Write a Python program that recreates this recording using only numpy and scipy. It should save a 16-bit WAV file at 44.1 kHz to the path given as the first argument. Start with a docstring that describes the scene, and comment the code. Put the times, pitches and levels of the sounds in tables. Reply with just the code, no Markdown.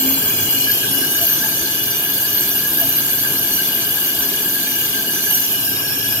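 """A harsh metallic shimmer and a high, surging squeal ride over a low hum and rumble: a brake lathe turns a drum.
The hand-held microphone moves in close to the boring bar, then lifts away, which shifts levels and stereo.
Random chip impulses strike resonant modes of drum, bar, tip and clamp; swells make flares and clangs.
Motor tones, a drone, noise bands and randomly shaken resonances form the machine.
The cut alone gets a sliding reflection and scattered workshop echoes; the mix is low-passed."""
import sys
import numpy as np
from scipy import signal
from scipy.io import wavfile
from scipy.ndimage import uniform_filter1d

SR = 44100
rng = np.random.default_rng(int(sys.argv[2]) if len(sys.argv) > 2 else 0)


def unload_wav(signal):
    """Save mono or channel-first audio to the path in sys.argv[1] as 16-bit WAV at rate SR, clipped to [-1, 1]."""
    wavfile.write(
        sys.argv[1],
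        SR,
        np.round(np.clip(np.atleast_2d(signal).T, -1, 1) * 32767).astype(np.int16),
    )


N = 273420  # samples, 6.2 s

PORT_COHERENCE = 0.85  # share of a mode's amplitude that both microphone ports hear alike, apart from phase
TURN_HZ = 1.655  # turns of the drum per second


def from_db(db):
    """Decibels become an amplitude factor."""
    return np.exp(np.asarray(db) * (np.log(10) / 20))


def rms_one(x):
    """Scales a signal to rms 1."""
    return x / np.sqrt(np.mean(x ** 2) + 1e-20)


def centre_one(pair):
    """Scales a stereo pair so that its centre has rms 1."""
    return pair / np.sqrt(np.mean(pair.mean(axis=0) ** 2))


def in_time(rows):
    """Draws one curve per column by joining the rows with straight lines."""
    seconds, *columns = np.transpose(rows)
    return [np.interp(np.arange(N) / SR, seconds, column) for column in columns]


def at_hz(points, hz):
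    """Reads a spectrum on a log-frequency axis."""
    f, value = np.transpose(points)
    return np.interp(np.log(hz), np.log(f), value)


def drift(rate, size=1):
    """Noise through a two-pole low-pass near rate Hz: smooth chance of rms 1, read at every size-th sample."""
    step = 40  # samples between the drawn points
    pole = np.exp(-2 * np.pi * rate * step / SR)
    noise = rng.standard_normal(N // step + 2002)
    slow = signal.lfilter([1], [1, -2 * pole, pole * pole], noise)[2000:]  # drops the filter's start
    return np.interp(np.arange(0, N, size) / step, np.arange(len(slow)), rms_one(slow))


def swells(rows):
    """Each (crest s, length s, rise dB) row lifts the level in a smooth bell; in dB."""
    out = np.zeros(N)
    for crest_s, length_s, rise_db in rows:
        start = max(int((crest_s - length_s / 2) * SR), 0)
        stop = min(int((crest_s + length_s / 2) * SR), N)
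        now = np.arange(start, stop)
        out[now] += rise_db * np.cos(np.pi * (now / SR - crest_s) / length_s) ** 2
    return out


def wavering(pair, share, rate):
    """Bends the pitch at random, by an rms share of it, by reading faster and slower."""
    now, bend = np.arange(N), drift(rate)
    read = now + np.cumsum(share * (bend - bend.mean()))
    return np.array([np.interp(read, now, channel) for channel in pair])


def sustained(pair, hold_s):
    """A steadily driven vibration keeps its size over hold_s and only flutters faster than that."""
    size = int(hold_s * SR)
    power = uniform_filter1d(uniform_filter1d(np.mean(pair ** 2, axis=0), size), size)
    return pair * np.sqrt(np.mean(power) / (power + 1e-12))


def place(pair, pan_db, likeness):
    """Two unrelated signals become left and right with a given balance and likeness."""
    alike = np.clip(likeness, -.99, .99)
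    mid = np.sqrt((1 + alike) / 2) * pair[0]
    side = np.sqrt((1 - alike) / 2) * pair[1]
    lean = from_db(pan_db / 2)
    return np.array([(mid + side) * lean, (mid - side) / lean])


def resonate(force, hz, width_hz):
    """Two equal band-pass sections in series ring at one pitch, already sounding at the start; rms 1."""
    r = np.exp(-np.pi * width_hz / SR)
    section = [1 - r, 0, r - 1, 1, -2 * r * np.cos(2 * np.pi * hz / SR), r * r]
    run_in = SR // 20
    led_in = np.hstack([force[:, -run_in:], force]) + 1e-18
    out = signal.sosfilt(np.float32([section, section]), led_in)[:, run_in:]
    return [rms_one(channel) for channel in out]


def microphone_position():
    """The microphone's path as two curves, further back and above; both are near 0 close to the bar."""
    # hand-held path: t/s, further back (0..1), above (0..1)
    path = [(0, 0.93, 0.1), (.5, 0.9, 0.17), (.9, 0.33, 0.25), (1.3, 0.013, 0.018), (5.3, 0.022, 0.018),
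            (5.65, 0.29, 0.91), (6.2, 0.28, 0.87)]
    return in_time(path)


def heard(close_db, back_db, above_db):
    """A part's level in dB follows the microphone: its level at the bar plus a change for each direction."""
    back, above = microphone_position()
    return close_db + back * back_db + above * above_db


def beam_db(hz):
    """How much a mode gains while the microphone crosses beams that neighbouring modes radiate."""
    # beams: lowest f/Hz, highest f/Hz, crest t/s, length t/s, rise/dB
    beams = [(9390, 10400, 1.01, 0.6, 6), (9400, 9700, .3, 0.32, 3), (10900, 14000, 1.22, .5, 1),
             (11900, 12100, 1.34, 0.73, 12.5), (12400, 12300, 0.12, .2, 3), (12200, 12700, .58, 0.42, 11),
             (13500, 13750, 1.28, .35, 3), (14100, 16000, 1.13, .4, 4), (5250, 5550, 1.1, 1.5, 6),
             (5850, 6800, 1.44, 0.93, 4), (2300, 2500, 0.38, 0.38, 3), (2800, 4500, 0.83, 0.33, 3),
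             (2800, 2950, 0.76, 1.2, 3), (5830, 6100, 5.27, 0.47, 6), (10930, 11300, 5.35, 0.76, 3)]
    return swells([swell for low_hz, high_hz, *swell in beams if low_hz < hz < high_hz])


def from_ports(force, hz, width_hz, pan_db, phase):
    """One mode reaches the two microphone ports with a phase shift, plus a diffuse part."""
    kicks = force * (rng.random((2, N), dtype=np.float32) - .5)  # random sign and strength
    direct, diffuse = resonate(kicks, hz, width_hz)
    quadrature = rms_one(np.gradient(direct))  # a quarter cycle away
    lean = from_db(pan_db / 2)
    in_step = np.float32(PORT_COHERENCE * np.cos(phase) / lean)
    shifted = np.float32(PORT_COHERENCE * np.sin(phase) / lean)
    scattered = np.float32(np.sqrt(1 - PORT_COHERENCE ** 2) / lean)
    left = np.float32(lean) * direct
    right = in_step * direct - shifted * quadrature + scattered * diffuse
    return left, right


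def body(modes, force, swell_db, swell_rate, pan_db=0, added_phase=0):
    """Impulses ring every mode; the blend drifts and follows the microphone, at centre rms about 1 before beams."""
    size = 16  # samples per step of the slow gains
    back, above = (curve[::size] for curve in microphone_position())
    sway = np.broadcast_to(added_phase, N)[::size]
    force = np.float32(force)
    out, centre_power = np.zeros((2, N), np.float32), 0
    for hz, width_hz, level_db, lean_db, phase, back_db, above_db in modes:
        mode_db = level_db + back * back_db + above * above_db
        gain = from_db(mode_db + swell_db * drift(swell_rate, size=size))
        beamed = np.repeat(np.float32(gain * from_db(beam_db(hz)[::size])), size)[:N]
        ports = from_ports(force, hz, width_hz, lean_db + pan_db, phase + added_phase)
        for ear, sound in zip(out, ports):
            ear += beamed * sound
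        centre_power += gain ** 2 * (1 + PORT_COHERENCE * np.cos(phase + sway)) / 2
    return out / np.repeat(np.sqrt(centre_power), size)[:N]


def chips(per_s, spread_db):
    """Chips snap off at random moments; a positive spread makes a few much stronger, a negative one weaker."""
    sizes = from_db(spread_db * np.minimum(rng.exponential(1, N), 4))
    return sizes * (rng.random(N) < per_s / SR)


def cutting_load(uneven_db, uneven_rate, gear_hz, gear_db):
    """The pressure on the bit varies with the drum's surface and ripples with the gear teeth."""
    gear_speed = gear_hz * (1 + 0.045 * drift(1.3))
    teeth = np.sin(2 * np.pi * np.cumsum(gear_speed) / SR)
    return from_db(uneven_db * drift(uneven_rate) + gear_db * teeth)


def turning(per_turn, crest_s):
    """A wave of height 1 that passes the bit per_turn times in each turn of the drum."""
    return np.cos(2 * np.pi * per_turn * TURN_HZ * (np.arange(N) / SR - crest_s))


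def clangs():
    """Coarse chips make the rim clang: its level jumps up and dies away; in dB."""
    # clangs: crest t/s, rise/dB
    strikes = [(.297, 8.5), (0.7, 17.5), (.849, 16.5), (.949, 8), (1.04, 11), (1.174, 8), (1.32, 3.5),
               (1.438, 9), (2.654, 3), (2.791, 6), (3.263, 7.5), (3.588, 4), (3.975, 2), (4.577, 4.5),
               (4.992, 7), (5.178, 6.5), (5.276, 7)]
    attack_s, decay_s = 0.023, 0.016
    t, out = np.arange(N) / SR, np.zeros(N)
    for crest_s, rise_db in strikes:
        since = t - crest_s
        fall = np.where(since < 0, (since / attack_s) ** 2, since / decay_s)
        out += rise_db * np.exp(-np.minimum(fall, 20))
    return out


def drum_rim(load):
    """Chips ring the rim's close modes; a wavy surface makes it throb and the bit's contact bends its pitch."""
    # rim modes: f/Hz, section width/Hz, relative level/dB, left-right/dB, left-right phase/rad,
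    # change further back/dB, change above/dB
    rim_modes = [(1584, 34, -35.5, 5, -1.1, 8.5, -3), (1640.6, 63, -35.5, -2.5, -0.91, -5, -5),
                 (1661.7, 27, -37, 4.5, 0.96, 4, -0.5)]
    throb_db = 0.96 * sum(turning(waves, crest_s=0.11) for waves in (4, 5))
    level_db = heard(close_db=-34.5, back_db=-2.7, above_db=-0.75) + throb_db + clangs()
    ringing = body(rim_modes, load * chips(per_s=900, spread_db=3.0), swell_db=0.0, swell_rate=12)
    return from_db(level_db) * wavering(sustained(ringing, hold_s=0.089), share=0.00835, rate=34.6)


def drum_wall():
    """Fine chips keep the wall shimmering; out of round, it rings louder where the cut deepens once a turn."""
    # wall modes: f/Hz, section width/Hz, relative level/dB, left-right/dB, left-right phase/rad,
    # change further back/dB, change above/dB
    wall_modes = [(2147, 280, -45, -1.5, 1.5, 5, -4.5), (2355, 144, -43.5, 2.5, 0.8, 3.5, -2),
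                  (2450, 79, -44, 0.5, 2, 7, 8), (2624, 96, -49, -8, 0.5, 6, 5),
                  (2894.6, 101, -31, 5, -2, -1, -1.5), (3015, 390, -33.5, 1, -2.5, 0, 2),
                  (3220, 120, -39, 1, 2.1, 10, -1), (3385, 56, -41, 7.5, 0, 3, -3.5),
                  (3513, 163, -40, -6.5, 0.4, -8, -5.5), (3765, 94, -40, 2, -1.9, -3.5, 2),
                  (3985, 56, -47, -4, -1, 1, 1), (4090, 130, -44, -4, 3, 4, -6),
                  (4323, 110, -34.5, 4, 3, 1.5, -0.5), (4560, 200, -37, -2, 1.67, 1.5, -10),
                  (4903, 280, -38.5, 3, -1, -1, 0), (5050, 80, -42.5, 4.5, 4, 7, 4),
                  (5416, 125, -41, -1, -1.5, 6, 8.5), (5580, 190, -49.5, 6, -1, 5, 10),
                  (5945, 45, -32.5, 1.5, 2, -6, -3), (6090, 350, -36, 5, 1.57, 2, 0.5),
                  (6637, 117, -37, -2, -1.5, 6, -8), (6965, 250, -40, 2, -1.5, 3, 4.5),
                  (7430, 250, -39, 5, -1.2, -1, 0.5), (7593, 160, -34.5, -1.5, -2.5, 7.5, -7),
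                  (8450, 460, -43, 6, -2, 5, 1.5)]
    deep_cut_db = 0.5 * turning(1, crest_s=0.57)
    level_db = heard(close_db=-28.5, back_db=1.6, above_db=-0.6) + deep_cut_db
    shimmer = body(wall_modes, chips(per_s=16000, spread_db=-0.2), swell_db=2.8, swell_rate=28)
    return from_db(level_db) * wavering(shimmer, share=.003, rate=29)  # the bit's shifting contact


def cutter(load, stick_db, stick_rate):
    """The bar hisses with the chips; the tip sticks and slips, so tip and clamp squeal in quick surges."""
    # bar, tip and clamp modes: f/Hz, section width/Hz, relative level/dB, left-right/dB,
    # left-right phase/rad, change further back/dB, change above/dB
    bar_modes = [(9370, 660, -35, -6.5, 0.34, -0.5, 0), (9670, 260, -35, -2.5, -1.9, 1, 5.5),
                 (9780, 130, -35, -2, -1.5, 2, -3.5), (10124, 380, -28, -4, -2, -5, 1),
                 (10780, 740, -39.5, 1.5, 3.7, 13.5, 1.0), (11170, 550, -28, -0.5, 0, -13, 2.5),
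                 (11570, 90, -43.5, 0, 2.5, -1, -3), (11990, 200, -31.5, 2, 4.5, 4, -0.5),
                 (12370, 230, -26, 1, -2, -8, 4), (12800, 277, -30.5, 1.5, -2.5, 0.5, -11)]
    tip_modes = [(12930, 186, -32, 2.3, 0.2, 1.0, 2), (13010, 46, -29.5, 0.5, 0.84, -1.0, -6),
                 (13112, 210, -27, 0.5, 0.89, -1.5, -2.5)]
    clamp_modes = [(13400, 170, -27, 0, 1.5, -4, 1), (13600, 180, -34, 1, 0, 0, 4),
                   (13870, 180, -28.5, 2, 2.2, 5, -1), (13925, 70, -29.5, -2, -1.5, 6, -4),
                   (14170, 170, -31.5, -1, 1, -1, -6), (14960, 450, -37.5, 1.5, 0.4, -2, 0),
                   (15550, 450, -42.5, -0.5, 0, -3, -4)]
    # strength of the chatter between flares: t/s, tip level/dB, clamp level/dB
    chatter = [(0, -23.5, -22), (.45, -29.5, -22.5), (.8, -26.5, -29), (1.2, -27.5, -27),
               (1.7, -26.5, -28.5), (2.4, -21.5, -25), (3.2, -21.5, -28.5), (4.2, -22.5, -26.5),
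               (5.05, -27, -27.5), (5.45, -26, -26), (5.85, -27, -29), (6.2, -23, -29)]
    # the tip digs in and its squeal flares: crest t/s, length t/s, rise/dB
    flares = [(.11, 0.14, 5), (.72, 0.18, 10.5), (.93, 0.15, 5.5), (1.29, 0.26, 9), (2.42, .3, 1.5),
              (5.35, 0.28, 7)]
    # the microphone drifts through the squeal's standing waves: t/s, added left-right/dB, added phase/rad
    standing_waves = [(0, -3, 1.5), (.25, 2, 0.45), (.55, -3, 1.7), (.72, 1, 0.083), (1.05, 0, 1.2),
                      (1.3, 1, -0.13), (1.65, 1, 1), (2.2, 0, -1.2), (2.8, 0, 0.7), (4.2, 0.5, 0.028),
                      (5.1, 0, 0.66), (5.3, -2, 0.03), (5.5, -3, 1.6), (5.9, .8, 0.68), (6.2, 0, 0.47)]
    tip_db, clamp_db = in_time(chatter)
    flare_db = swells(flares)
    pan_db, added_phase = in_time(standing_waves)

    force = load * chips(per_s=19000, spread_db=-1.2)
    surging = force * from_db(stick_db * np.tanh(drift(stick_rate)))
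    bar_db = heard(close_db=-28, back_db=-1.8, above_db=0) + 0.1 * flare_db  # follows a tenth of a flare
    bar = from_db(bar_db) * body(bar_modes, force, swell_db=1.3, swell_rate=19)
    tip = body(tip_modes, surging, swell_db=2.2, swell_rate=14, pan_db=pan_db, added_phase=added_phase)
    tip = from_db(tip_db + flare_db) * tip
    clamp = body(clamp_modes, surging, swell_db=2.3, swell_rate=12)
    clamp = from_db(clamp_db + 0.16 * flare_db) * clamp
    return bar + tip + clamp


def tone(hz, wander):
    """A sine of rms 1 whose pitch wanders slightly and smoothly."""
    cycles = np.cumsum(hz * (1 + wander * drift(3.66))) / SR
    return np.sqrt(2) * np.sin(2 * np.pi * (cycles + rng.random()))


def motor_hum():
    """The motor hums as a few tones of steady level, each wandering on its own."""
    # motor tones: f/Hz, rms level/dB
    motor_tones = [(59.8, -62), (120, -68), (134, -57), (209.5, -46), (715, -54)]
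    return sum(from_db(level_db) * tone(hz, wander=0.0026) for hz, level_db in motor_tones)


def drive_drone():
    """The drive drones on one wandering pitch that swells, fades and flutters, stronger on the left."""
    # drone swells: crest t/s, length t/s, rise/dB
    drone_swells = [(.07, 0.51, 15.5), (.62, 0.34, 7.5), (.99, 0.31, 13), (2.15, 0.23, 8), (2.7, 0.78, 5.5),
                    (4.6, 1.0, 5.5)]
    level_db = -44 + swells(drone_swells) + 2.6 * drift(4.8)
    left_right_db = [[2.2], [-3]]
    return from_db(level_db) * tone(269.3, wander=0.0086) * from_db(left_right_db)


def rumble(patchy_db):
    """Bearing and gear noise in half-octave bands, each flickering a little; centre rms 1."""
    # rumble spectrum: f/Hz, relative level/dB per Hz
    spectrum = [(20, -26), (45, -23), (72, -11.5), (95, -9.5), (150, -3.5), (200, -7.5), (260, -2.5),
                (350, -0.5), (480, -13), (600, -10), (800, -13.5), (1050, -12.5), (1380, -9.5), (1900, -23)]
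    # left-right likeness of the rumble: f/Hz, likeness (-1..1)
    likeness = [(30, .94), (70, 1), (130, 0.9), (260, 0.85), (500, 0.5), (1000, 0.041), (2000, 0.09)]
    out = np.zeros((2, N))
    edges = 20 * 2 ** (np.arange(14) / 2)
    for low, high in zip(edges, edges[1:]):
        band_pass = signal.butter(2, [low, high], "band", fs=SR, output="sos")
        band = signal.sosfilt(band_pass, rng.standard_normal((2, N)))
        hz = np.sqrt(low * high)
        level_db = at_hz(spectrum, hz) + patchy_db * drift(15.0)
        out += from_db(level_db) * place(band, 0.85, at_hz(likeness, hz))
    return centre_one(out)


def shaken(modes):
    """Resonances kept ringing by steady random shaking; centre rms 1."""
    out = np.zeros((2, N))
    for hz, width_hz, level_db, pan_db, likeness in modes:
        ringing = resonate(rng.standard_normal((2, N)), hz, width_hz)
        out += from_db(level_db) * place(ringing, pan_db, likeness)
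    return centre_one(out)


def gearbox():
    """Two resonances ring steadily; each ring's level swells briefly now and then."""
    # gearbox resonances: f/Hz, section width/Hz, level/dB, left-right/dB, left-right likeness (-1..1)
    gear_modes = [(668.4, 44, -46, 0.59, 0.63), (867, 49, -47, 3.5, 0.22)]
    # ring swells: crest t/s, length t/s, rise of the lower ring/dB, rise of the upper ring/dB
    ring_swells = np.array([(1.24, 0.11, 16, 4), (1.46, .12, 3, 13.5), (2.822, 0.14, 12, 6)])
    out = np.zeros((2, N))
    for k, mode in enumerate(gear_modes):
        level_db = mode[2] + swells(ring_swells[:, [0, 1, 2 + k]])
        out += from_db(level_db) * sustained(shaken([mode]), hold_s=0.45)
    return out


def machine():
    """Motor and drive shake the frame and housing: hums and one drone sound over the rumble."""
    # how strongly the machine shakes: t/s, rumble level/dB, frame level/dB
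    shaking = [(0, -31, -53), (.35, -32, -34.5), (1, -32, -46), (1.6, -34, -40.5), (2.4, -33, -47.5),
               (3.1, -33, -40), (4.4, -33.5, -60), (5.3, -34.5, -48), (6.2, -34.5, -36)]
    # frame and housing: f/Hz, section width/Hz, relative level/dB, left-right/dB, left-right likeness (-1..1)
    frame_modes = [(105.4, 13, -43, 0.5, 0.99), (131.4, 14.5, -45, 2.5, 1)]
    housing_modes = [(167.3, 4.6, -49.5, 1, 0.78), (336.2, 33, -45, 1, 1), (414.3, 20, -47.5, 1, 0.85)]
    rumble_db, frame_db = in_time(shaking)
    low_noise = from_db(rumble_db) * rumble(patchy_db=2.0)
    frame = from_db(frame_db) * sustained(shaken(frame_modes), hold_s=0.15)
    housing = from_db(-41) * shaken(housing_modes)
    return low_noise + frame + housing + gearbox() + motor_hum() + drive_drone()


def drum_echo(x, near_s, travel_s):
    """Away from the bar the drum's face adds a reflection whose delay slides as the microphone moves."""
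    away, now = sum(microphone_position()), np.arange(N)
    gain = .5 * np.minimum(3 * away, 1)
    lag = (near_s + travel_s * away) * SR  # samples
    detours = (1, 1.04)  # the right ear's path is longer
    echo = [np.interp(now - lag * detour, now, channel, left=0) for channel, detour in zip(x, detours)]
    return (x + gain * np.array(echo)) / np.sqrt(1 + gain ** 2)


def workshop(x, wet_db, t60, count=40):
    """Scattered reflections from machine, shelves and walls differ per ear; the unsteady hand bends their pitch."""
    delays_s = rng.uniform(.008, .12, (2, count))
    response = np.zeros((2, SR // 8))
    for ear, late_s in zip(response, delays_s):
        ear[(late_s * SR).astype(int)] = rng.choice([-1, 1], count) * from_db(-60 * late_s / t60)
    response *= from_db(wet_db) / np.linalg.norm(response, axis=1, keepdims=True)
    reflections = signal.oaconvolve(x, response, axes=1)[:, :N]
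    reflections = wavering(reflections, share=.0015, rate=2.483)
    return (x + reflections) / np.hypot(1, from_db(wet_db))


def scene():
    """The cut drives the drum and the cutter, over the running machine."""
    load = cutting_load(uneven_db=1.0, uneven_rate=44, gear_hz=44.6, gear_db=0.3)
    cut = drum_rim(load) + drum_wall() + cutter(load, stick_db=1.0, stick_rate=91)
    cut = drum_echo(cut, near_s=.0012, travel_s=0.0004915)
    return workshop(cut, wet_db=-8.5, t60=0.27) + machine()


def record(dry):
    """A steep elliptic low-pass cuts the top above 15750 Hz."""
    low_pass = signal.ellip(12, .1, 80, 15750, fs=SR, output="sos")  # order, ripple dB, stop-band dB, Hz
    return signal.sosfilt(low_pass, dry)


dry = scene()
out = record(dry)
unload_wav(out)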